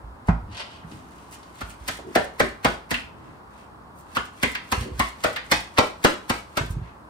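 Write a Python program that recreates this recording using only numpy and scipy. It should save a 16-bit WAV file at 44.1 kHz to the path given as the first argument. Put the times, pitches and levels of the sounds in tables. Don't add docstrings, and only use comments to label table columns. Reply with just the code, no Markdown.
import sys
import numpy as np
from scipy import signal
from scipy.fft import rfft, irfft, next_fast_len
from scipy.io import wavfile
from scipy.ndimage import uniform_filter1d

SR = 44100
rng = np.random.default_rng(int(sys.argv[2]) if len(sys.argv) > 2 else 0)


def unload_wav(signal):
    wavfile.write(
        sys.argv[1],
        SR,
        np.round(np.clip(np.atleast_2d(signal).T, -1, 1) * 32767).astype(np.int16),
    )


N = 312669
HIT_SAMPLES = 4096
HIT_TIME = (np.arange(HIT_SAMPLES) - HIT_SAMPLES // 4) / SR

# contact_s, strength_db, tilt_db_per_octave, arm_weight_db, palm_db, finger_lead_s
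SLAPS = [(1.615, -31.5, 1, -10, -38, 0.0073), (1.886, -24.5, 3.5, 0, -39, 0.0077),
         (2.1599, -16.5, -0.1, -17, -23.5, 0.0086), (2.404, -17, 0.3, 9, -22, 0.0079),
         (2.651, -13, -1, 9.5, -19.5, 0.0053), (2.915, -22.5, 2, 6.5, -25.5, .0085),
         (4.17, -24, 0.1, 2, -30, 0.021), (4.434, -18, 1.5, 7, -22, 0.0058),
         (4.725, -19.5, 2, 6, -28.5, 0.0072), (5.0, -21, 2.5, -1, -24.5, 0.0066),
         (5.246, -18, 0.5, 0, -30, 0.0095), (5.5202, -13.5, 1.26, 6, -27.5, 0.0062),
         (5.785, -8.5, -1.4, -11, -22, 0.002), (6.048, -13, 1, -4.5, -16.5, 0.0069),
         (6.302, -18.5, 1.5, 5, -22, 0.0066), (6.576, -18.5, 0.3, -1, -28.5, 0.0063)]
# contact_s, strength_db
RIM_FLAPS = [(2.945, -23), (4.554, -22), (5.366, -22)]
# contact_s, pitch_hz, level_db, ring_s
AIR_POCKETS = [(1.615, 1390, -33.5, 0.0045), (1.888, 1560, -33, 0.0027), (2.159, 664, -14, 0.0016),
               (2.159, 384, -20, 0.0045), (2.161, 1697, -22, 0.0017), (2.405, 543, -16, 0.0014),
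               (2.404, 1871, -18, 0.00028), (2.652, 1012, -19, 0.0036), (2.654, 1700, -25.5, 0.0018),
               (2.914, 1883, -28, 0.0027), (2.944, 2900, -26, .0004), (2.948, 2093, -30.5, .0006),
               (4.169, 1092, -24, 0.0018), (4.169, 1394, -22, 0.0019), (4.169, 2900, -29.5, .0012),
               (4.434, 2046, -20, 0.0028), (4.434, 3050, -26.5, 0.00056), (4.553, 1934, -30, .0004),
               (4.723, 1007, -21, 0.0021), (4.999, 1054, -17.5, 0.0071), (5, 2058, -23.5, 0.0014),
               (5.248, 603, -18.5, 0.0037), (5.246, 1413, -22.5, 0.0012), (5.365, 2086, -33, 0.0007),
               (5.519, 2060, -18.5, 0.0024), (5.521, 1680, -30.5, 0.0017), (5.786, 576, -18.5, 0.0018),
               (5.786, 337, -33, 0.0031), (5.7845, 1093, -18, 0.0016), (6.049, 415, -14, 0.00091),
               (6.05, 855, -17, 0.0003), (6.05, 1468, -16.5, 0.00027), (6.302, 1284, -25, 0.0029),
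               (6.576, 1257, -27, 0.0019)]
SLAP_AIR_SPECTRUM = [(30, -2), (213, 6.5), (561, 11), (1470, 9.5), (3800, 0), (9500, -5.5), (16000, -17)]
FLAP_AIR_SPECTRUM = [(213, -16), (561, -7), (1470, 9), (3000, 4), (4200, 2), (6000, -7), (16000, -19)]
# start_s, level_db, pitch_hz, damping_s (shorter chokes the ring more)
THUDS = [(0.038, -30, 62, .5), (0.285, -12.5, 78, .5), (0.284, -11.5, 180, 0.17),
         (0.84, -31.5, 166.5, 0.11), (1.626, -30, 76, 0.23), (1.806, -36, 56.5, .6), (4.772, -20, 79, 0.68),
         (4.804, -22.5, 92, .2), (4.913, -23.5, 65, 0.14), (4.983, -24, 80, 0.38), (6.603, -18, 108, 0.44),
         (6.699, -16.5, 74, 0.032), (6.761, -20, 117, 0.072), (6.809, -24, 95, 0.018)]
# pitch_hz, level_db, t60_s
WORKTOP_MODES = [(56, 3, .3), (113, -8, .24), (168, -2, .2), (238, -12, .25)]
BOARD_SPECTRUM = [(200, 6.5), (380, 0), (600, 2), (800, 6.5), (1400, -2.5), (2100, -10), (3200, -26),
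                  (8000, -31), (16000, -60)]
# time_s, level_db
SWEEP_ENVELOPE = [(0.47, -68), (0.505, -59), (0.515, -46), (0.565, -43), (0.588, -36), (0.612, -35.5),
                  (0.64, -50), (0.74, -50), (0.86, -70)]
SWEEP_SPECTRUM = [(250, -11.5), (550, 4.5), (900, 5.5), (1500, -1.5), (2300, 2), (3100, 5.5), (3800, -0.5),
                  (4800, -1), (6000, -6), (10000, -12), (16000, -42)]
# peak_s, level_db, width_s, tilt_db_per_octave
BRUSHES = [(0.281, -43.5, 0.013, 0), (0.937, -48.5, .045, 2.5), (1.247, -53, 0.26, 2),
           (1.334, -38, 0.017, 5), (1.698, -45, 0.035, 5.5), (3.27, -56.5, 0.081, -2.5),
           (3.58, -53.5, 0.051, 0.5), (3.992, -48, 0.025, 10), (4.811, -37.5, 0.038, 1.5),
           (6.71, -40, 0.015, 8), (6.859, -50.5, 0.055, -6)]
FLOUR_SPECTRUM = [(200, -11), (550, -10), (900, -12), (1600, 9), (3000, 5), (4800, -0.5), (6500, 1.5),
                  (10000, -1), (14500, -17), (16000, -10.5)]
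# time_s, boost_db
SKIN_DRAG = [(2.2, 25), (2.9, 5), (4.3, 26), (5.3, 26), (6.5, 20.5)]
# contact_s, level_db, centre_hz
TICKS = [(0.5705, -26.5, 4230), (0.5778, -26, 4200), (0.588, -39, 2480), (0.609, -33.5, 4040),
         (0.834, -33.5, 1210), (0.916, -37, 4000), (0.927, -45, 3000), (1.431, -39.5, 5180),
         (1.913, -28.5, 7160), (1.99, -24, 670), (2.674, -48, 6000), (5.5198, -4.5, 4730),
         (5.527, -22, 4500), (5.777, -10, 3000), (5.789, -7.5, 4550), (6.05, -10, 4250), (6.573, -16, 4470)]
# peak_s, level_db, width_s, upper_edge_hz
FLEXES = [(0.135, -50, 0.012, 120), (0.44, -43, 0.029, 105), (0.509, -45, 0.025, 108),
          (0.49, -43, 0.011, 260), (0.865, -52, 0.032, 249), (0.932, -40, 0.021, 258),
          (1.048, -53.5, 0.13, 292), (2.002, -61, 0.051, 430), (2.077, -38.5, 0.021, 423),
          (3.211, -50.5, 0.13, 350), (4.86, -38, 0.043, 426), (6.622, -42.5, .017, 430),
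          (6.759, -50, .036, 395)]
# freq_hz, t60_s
ROOM_DECAY = [(100, 0.036), (260, 0.38), (700, 0.31), (1840, 0.34), (4850, 0.33), (12800, 0.22)]
ROOM_COLOUR = [(100, 5), (160, -1.5), (240, -1.5), (400, 1.5), (1000, 1.5), (2100, 4.5), (3200, 3),
               (6000, -3.5), (14000, -11.5)]
HUM_SPECTRUM = [(20, -26), (35, -20), (60, 4), (110, -3.5), (200, -3), (300, -4), (520, -9), (1050, -2.5),
                (1500, -11.5), (2200, -23), (4500, -32.5), (6500, -37.5), (9500, -35.5), (12500, -43),
                (15500, -43)]
# freq_hz, left_right_likeness (held within -1 to 1 in use)
ROOM_LIKENESS = [(120, 0.99), (300, 0.49), (600, 0.3), (1200, 0.032), (2200, -0.12), (4200, 0.034),
                 (8000, 0.67), (15000, -2.15)]
HUM_LIKENESS = [(60, 0.84), (130, 0.93), (290, 0.73), (640, 0.19), (1400, -0.15), (3100, -0.61),
                (7000, 0.47), (15000, -0.73)]
# freq_hz, level_db
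BRIGHT_COLOUR = [(2100, 0), (2700, -.5), (3700, 0), (4500, 2), (5700, 0), (10000, .5), (12500, 5),
                 (16000, 5.5)]


def slaps():
    track = np.zeros(N)
    tilt_from_hz, pivot_hz, tilt_to_hz = 980, 1430, 9250
    for s, db, tilt_db, _, palm_db, lead_s in SLAPS:
        tilt = lambda hz: amp(tilt_db * np.log2(np.clip(hz, tilt_from_hz, tilt_to_hz) / pivot_hz))
        air = squeezed_air(db, lambda hz: amp(along(SLAP_AIR_SPECTRUM, hz)) * tilt(hz), lead_s)
        palm = amp(palm_db) * pop(hz=237.6, rise_s=0.001, fall_s=0.0045)
        add(track, s + HIT_TIME[0], blend([air, palm, *pockets(s)], width_hz=50))
        add(track, s, amp(db - 27) * tilt(tilt_to_hz) * peeling(peak_s=0.03))
    for s, db in RIM_FLAPS:
        air = squeezed_air(db, eq(FLAP_AIR_SPECTRUM), lead_s=0.0049)
        add(track, s + HIT_TIME[0], blend([air, *pockets(s)], width_hz=50))
    return track


def squeezed_air(db, colour, lead_s):
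    usual_db, split_hz = -4, 1120
    closing_s = 0.0096 * amp(0.24 * (usual_db - db))
    low_share = lambda hz: 1 / (1 + (hz / split_hz) ** 4)
    body = burst(rise_s=0.15 * closing_s, fall_s=0.0053, spikiness=0.5)
    body = filtered(body, lambda hz: np.sqrt(low_share(hz)))
    hiss = burst(rise_s=closing_s, fall_s=.0035, spikiness=.35)
    hiss = filtered(hiss, lambda hz: np.sqrt(1 - low_share(hz)))
    touching = np.interp(HIT_TIME + lead_s, [-.001, .0005], [.15, 1])
    return amp(db) * touching * filtered(body + hiss, colour)


def pockets(contact_s):
    rings = []
    for s, pitch_hz, db, ring_s in AIR_POCKETS:
        if abs(s - contact_s) < .012:
            flutter_band = lambda hz: hz / pitch_hz / (1 + (hz / pitch_hz / .25) ** 4)
            flutter = unit(filtered(rng.standard_normal(HIT_SAMPLES), flutter_band))
            note = pop(pitch_hz, rise_s=0.00068, fall_s=ring_s, glide=.1) * (1 + .55 * flutter)
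            rings.append(amp(db) * np.roll(unit_hit(note), round((s - contact_s) * SR)))
    return rings


def peeling(peak_s):
    t = np.arange(SR // 4) / SR
    grains = specks(len(t), per_s=1500)
    crackle = unit(filtered(grains, lambda hz: amp(along(FLOUR_SPECTRUM, hz)) * np.sqrt(hz)))
    return crackle * t / peak_s * np.exp(1 - t / peak_s)


def pat():
    track, contact_s = np.zeros(N), .287
    knock = filtered(burst(rise_s=0.002, fall_s=0.0021, spikiness=0.096), eq(BOARD_SPECTRUM))
    add(track, contact_s + HIT_TIME[0], amp(-18.5) * unit_hit(knock))
    return track


def thuds():
    track, t = np.zeros(N), np.arange(SR // 2) / SR
    jolt_hz, jolt_damping_s, bloom_s = 91.6, 0.2, 0.046
    jolts = [(s, -28.5 + 0.27 * db + arm_db, jolt_hz, jolt_damping_s) for s, db, _, arm_db, *_ in SLAPS]
    for s, db, push_hz, damping_s in THUDS + jolts:
        ring = np.zeros(len(t))
        for hz, mode_db, t60_s in WORKTOP_MODES:
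            driven_db = mode_db - 9.6 * abs(np.log2(hz / push_hz))
            lost_db = 60 * t * (1 / t60_s + 0.049 / damping_s)
            ring += amp(driven_db - lost_db) * np.sin(2 * np.pi * hz * rng.normal(1, 0.045) * t)
        add(track, s, amp(db + 6.5) * ring * (1 - np.exp(-t / bloom_s)))
        push = pop(push_hz, rise_s=0.001, fall_s=0.008)
        add(track, s + 0.00714 + HIT_TIME[0], amp(db - 3.5) * push)
    return filtered(track, lambda hz: 1 - 1 / (1 + (hz / 41) ** 6))


def sweep():
    speck_share = .65
    coarse = np.sqrt(speck_share) * unit(specks(N, per_s=600))
    fine = np.sqrt(1 - speck_share) * rng.standard_normal(N)
    swish = unit(filtered(coarse + fine, eq(SWEEP_SPECTRUM)))
    level_db = np.interp(np.arange(N) / SR, *np.transpose(SWEEP_ENVELOPE), left=-120, right=-120)
    return swish * amp(level_db)


def brushes():
    track, t = np.zeros(N), np.arange(-SR // 2, SR // 2) / SR
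    strokes = list(BRUSHES)
    for s, *_ in SLAPS:
        drag_db = np.interp(s, *np.transpose(SKIN_DRAG))
        strokes.append((s - .035, drag_db - 73.5, 0.044, 1.8))
        strokes.append((s + .088, drag_db - 62, 0.005, 3.8))
    for s, db, width_s, tilt_db in strokes:
        touching = np.abs(t) < 4 * width_s
        grains = np.exp(.6 * unit(uniform_filter1d(rng.standard_normal(len(t)), 40)))
        friction = grains * rng.standard_normal(len(t))
        colour = lambda hz: amp(along(FLOUR_SPECTRUM, hz) + tilt_db * np.log2(hz + 100))
        hiss = unit(filtered(friction[touching], colour))
        add(track, s + t[touching][0], amp(db - 4.5) * hiss * swell(t[touching], width_s))
    return track


def ticks():
    track, fingertip_hz = np.zeros(N), 3500
    fingertips = [(s - lead_s, db - 18, fingertip_hz) for s, db, *_, lead_s in SLAPS]
    for s, db, centre_hz in TICKS + fingertips:
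        snap = burst(rise_s=.0005, fall_s=.0012, spikiness=.2)
        band = lambda hz: hz * centre_hz / (hz ** 2 + centre_hz ** 2) / (1 + (hz / centre_hz / 1.5) ** 4)
        add(track, s + HIT_TIME[0], amp(db - 12.5) * unit_hit(filtered(snap, band)))
    return track


def flexing():
    track, t = np.zeros(N), np.arange(-SR // 2, SR // 2) / SR
    for s, db, width_s, edge_hz in FLEXES:
        low_cut = lambda hz: (hz / edge_hz) ** 2 / (.16 + (hz / edge_hz) ** 2)
        band = lambda hz: low_cut(hz) / np.sqrt(1 + (hz / edge_hz) ** 10)
        rumble = unit(filtered(rng.standard_normal(len(t)), band))
        add(track, s + t[0], amp(db) * rumble * swell(t, width_s))
    return track


def kitchen(hands):
    heard = np.zeros((2, N))
    margin, left_lead_s = 64, .000218
    impulse = 1. * (np.arange(SR // 2) == margin)
    from_left = lambda hz: np.exp(1j * np.pi * hz * left_lead_s * np.array([[1], [-1]]))
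    direct = amp(-4.5) * filtered(impulse, from_left)
    cuts = [0, *(round(s * SR) - HIT_SAMPLES // 4 for s, *_ in SLAPS), N]
    for start, end in zip(cuts, cuts[1:]):
        echoes = amp(-0.5) * np.roll(room_tail(early_db=7.5), margin, axis=1)
        paths = blend([direct, echoes], width_hz=60)
        add(heard, (start - margin) / SR, signal.fftconvolve(hands[None, start:end], paths, axes=1))
    return heard


def room_tail(early_db):
    n = SR // 2
    hz, frame_s, bands = signal.stft(stereo_noise(n, ROOM_LIKENESS), SR, nperseg=256)
    decay = amp(-60 * frame_s / along(ROOM_DECAY, hz)[:, None])
    tail = signal.istft(bands * decay, SR, nperseg=256)[1][:, :n]
    t = np.arange(n) / SR
    onset = (1 - np.exp(-t / .001)) * (1 + amp(early_db) * np.exp(-t / .008))
    tail = whiten(tail * onset, width_hz=40)
    return filtered(tail / np.sqrt(np.sum(tail ** 2) / 2), eq(ROOM_COLOUR))


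def hum():
    return amp(-46) * unit(filtered(stereo_noise(N, HUM_LIKENESS), eq(HUM_SPECTRUM)))


def burst(rise_s, fall_s, spikiness):
    envelope = np.exp(-np.where(HIT_TIME < 0, np.abs(HIT_TIME / rise_s) ** 1.3, HIT_TIME / fall_s))
    sizes = np.repeat(np.exp(spikiness * rng.standard_normal(HIT_SAMPLES // 16)), 16)
    return unit_hit(whiten(envelope * sizes * rng.standard_normal(HIT_SAMPLES), width_hz=130))


def pop(hz, rise_s, fall_s, glide=0.):
    before = np.exp(np.minimum(-HIT_TIME / rise_s, 60))
    after = np.exp(np.minimum(HIT_TIME / fall_s, 60))
    pitch_hz = hz * (1 + glide * np.tanh(HIT_TIME / fall_s - .5))
    phase = 2 * np.pi * np.cumsum(pitch_hz) / SR + rng.uniform(0, 2 * np.pi)
    return unit_hit(np.sin(phase) / (before + after))


def specks(n, per_s):
    return (rng.random(n) < per_s / SR) * rng.standard_normal(n)


def stereo_noise(n, likeness):
    angle = lambda hz: np.arccos(np.clip(along(likeness, hz), -1, 1)) / 2
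    mid_side_gains = lambda hz: np.array([np.cos(angle(hz)), np.sin(angle(hz))])
    mid, side = filtered(rng.standard_normal((2, n)), mid_side_gains)
    return np.array([mid + side, mid - side])


def blend(parts, width_hz):
    n = parts[0].shape[-1]
    spectra = rfft(np.array(parts), 2 * n)
    bins = round(width_hz * 2 * n / SR)
    smooth = lambda power: np.abs(uniform_filter1d(np.atleast_2d(power).mean(0), bins)) + 1e-12
    wanted_power = smooth((np.abs(spectra) ** 2).sum(0))
    summed_power = smooth(np.abs(spectra.sum(0)) ** 2)
    log_gain = np.log(wanted_power / summed_power) / 2
    causal = irfft(log_gain) * np.r_[1, np.full(n - 1, 2), 1, np.zeros(n - 1)]
    return irfft(spectra.sum(0) * np.exp(rfft(causal)))[..., :n]


def whiten(x, width_hz):
    n = x.shape[-1]
    spectrum = rfft(x, 2 * n)
    power = np.atleast_2d(np.abs(spectrum) ** 2).mean(0)
    for _ in range(2):
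        power = uniform_filter1d(power, max(1, round(width_hz * 2 * n / SR)))
    return irfft(spectrum / np.sqrt(np.abs(power) + 1e-12))[..., :n]


def swell(t, width_s):
    return np.exp(-(t / width_s) ** 2 / 2)


def amp(db):
    return 10 ** (np.asarray(db) / 20)


def unit(x):
    return x / np.sqrt(np.mean(x ** 2) + 1e-20)


def unit_hit(x):
    return x / np.sqrt(np.sum(x ** 2) / (SR / 100) + 1e-20)


def along(points, hz):
    freqs, values = np.transpose(points)
    return np.interp(np.log(hz + 1), np.log(freqs + 1), values)


def eq(points):
    return lambda hz: amp(along(points, hz))


def filtered(x, response):
    n = x.shape[-1]
    padded = next_fast_len(n + HIT_SAMPLES)
    return irfft(rfft(x, padded) * response(np.fft.rfftfreq(padded, 1 / SR)), padded)[..., :n]


def add(track, start_s, sound):
    i = round(start_s * SR)
    part = sound[..., max(-i, 0):max(N - i, 0)]
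    track[..., max(i, 0):max(i, 0) + part.shape[-1]] += part


def scene():
    hands = slaps() + pat() + sweep() + brushes() + ticks() + flexing()
    return kitchen(hands) + thuds() * amp([[-1.2], [1.2]]) + hum()


def record(dry):
    bright = filtered(dry, eq(BRIGHT_COLOUR))
    soft_clipped = bright / (1 + np.abs(bright) ** 8) ** (1 / 8)
    return filtered(soft_clipped, lambda hz: 1 / (1 + (hz / 16000) ** 120))


dry = scene()
out = record(dry)
unload_wav(out)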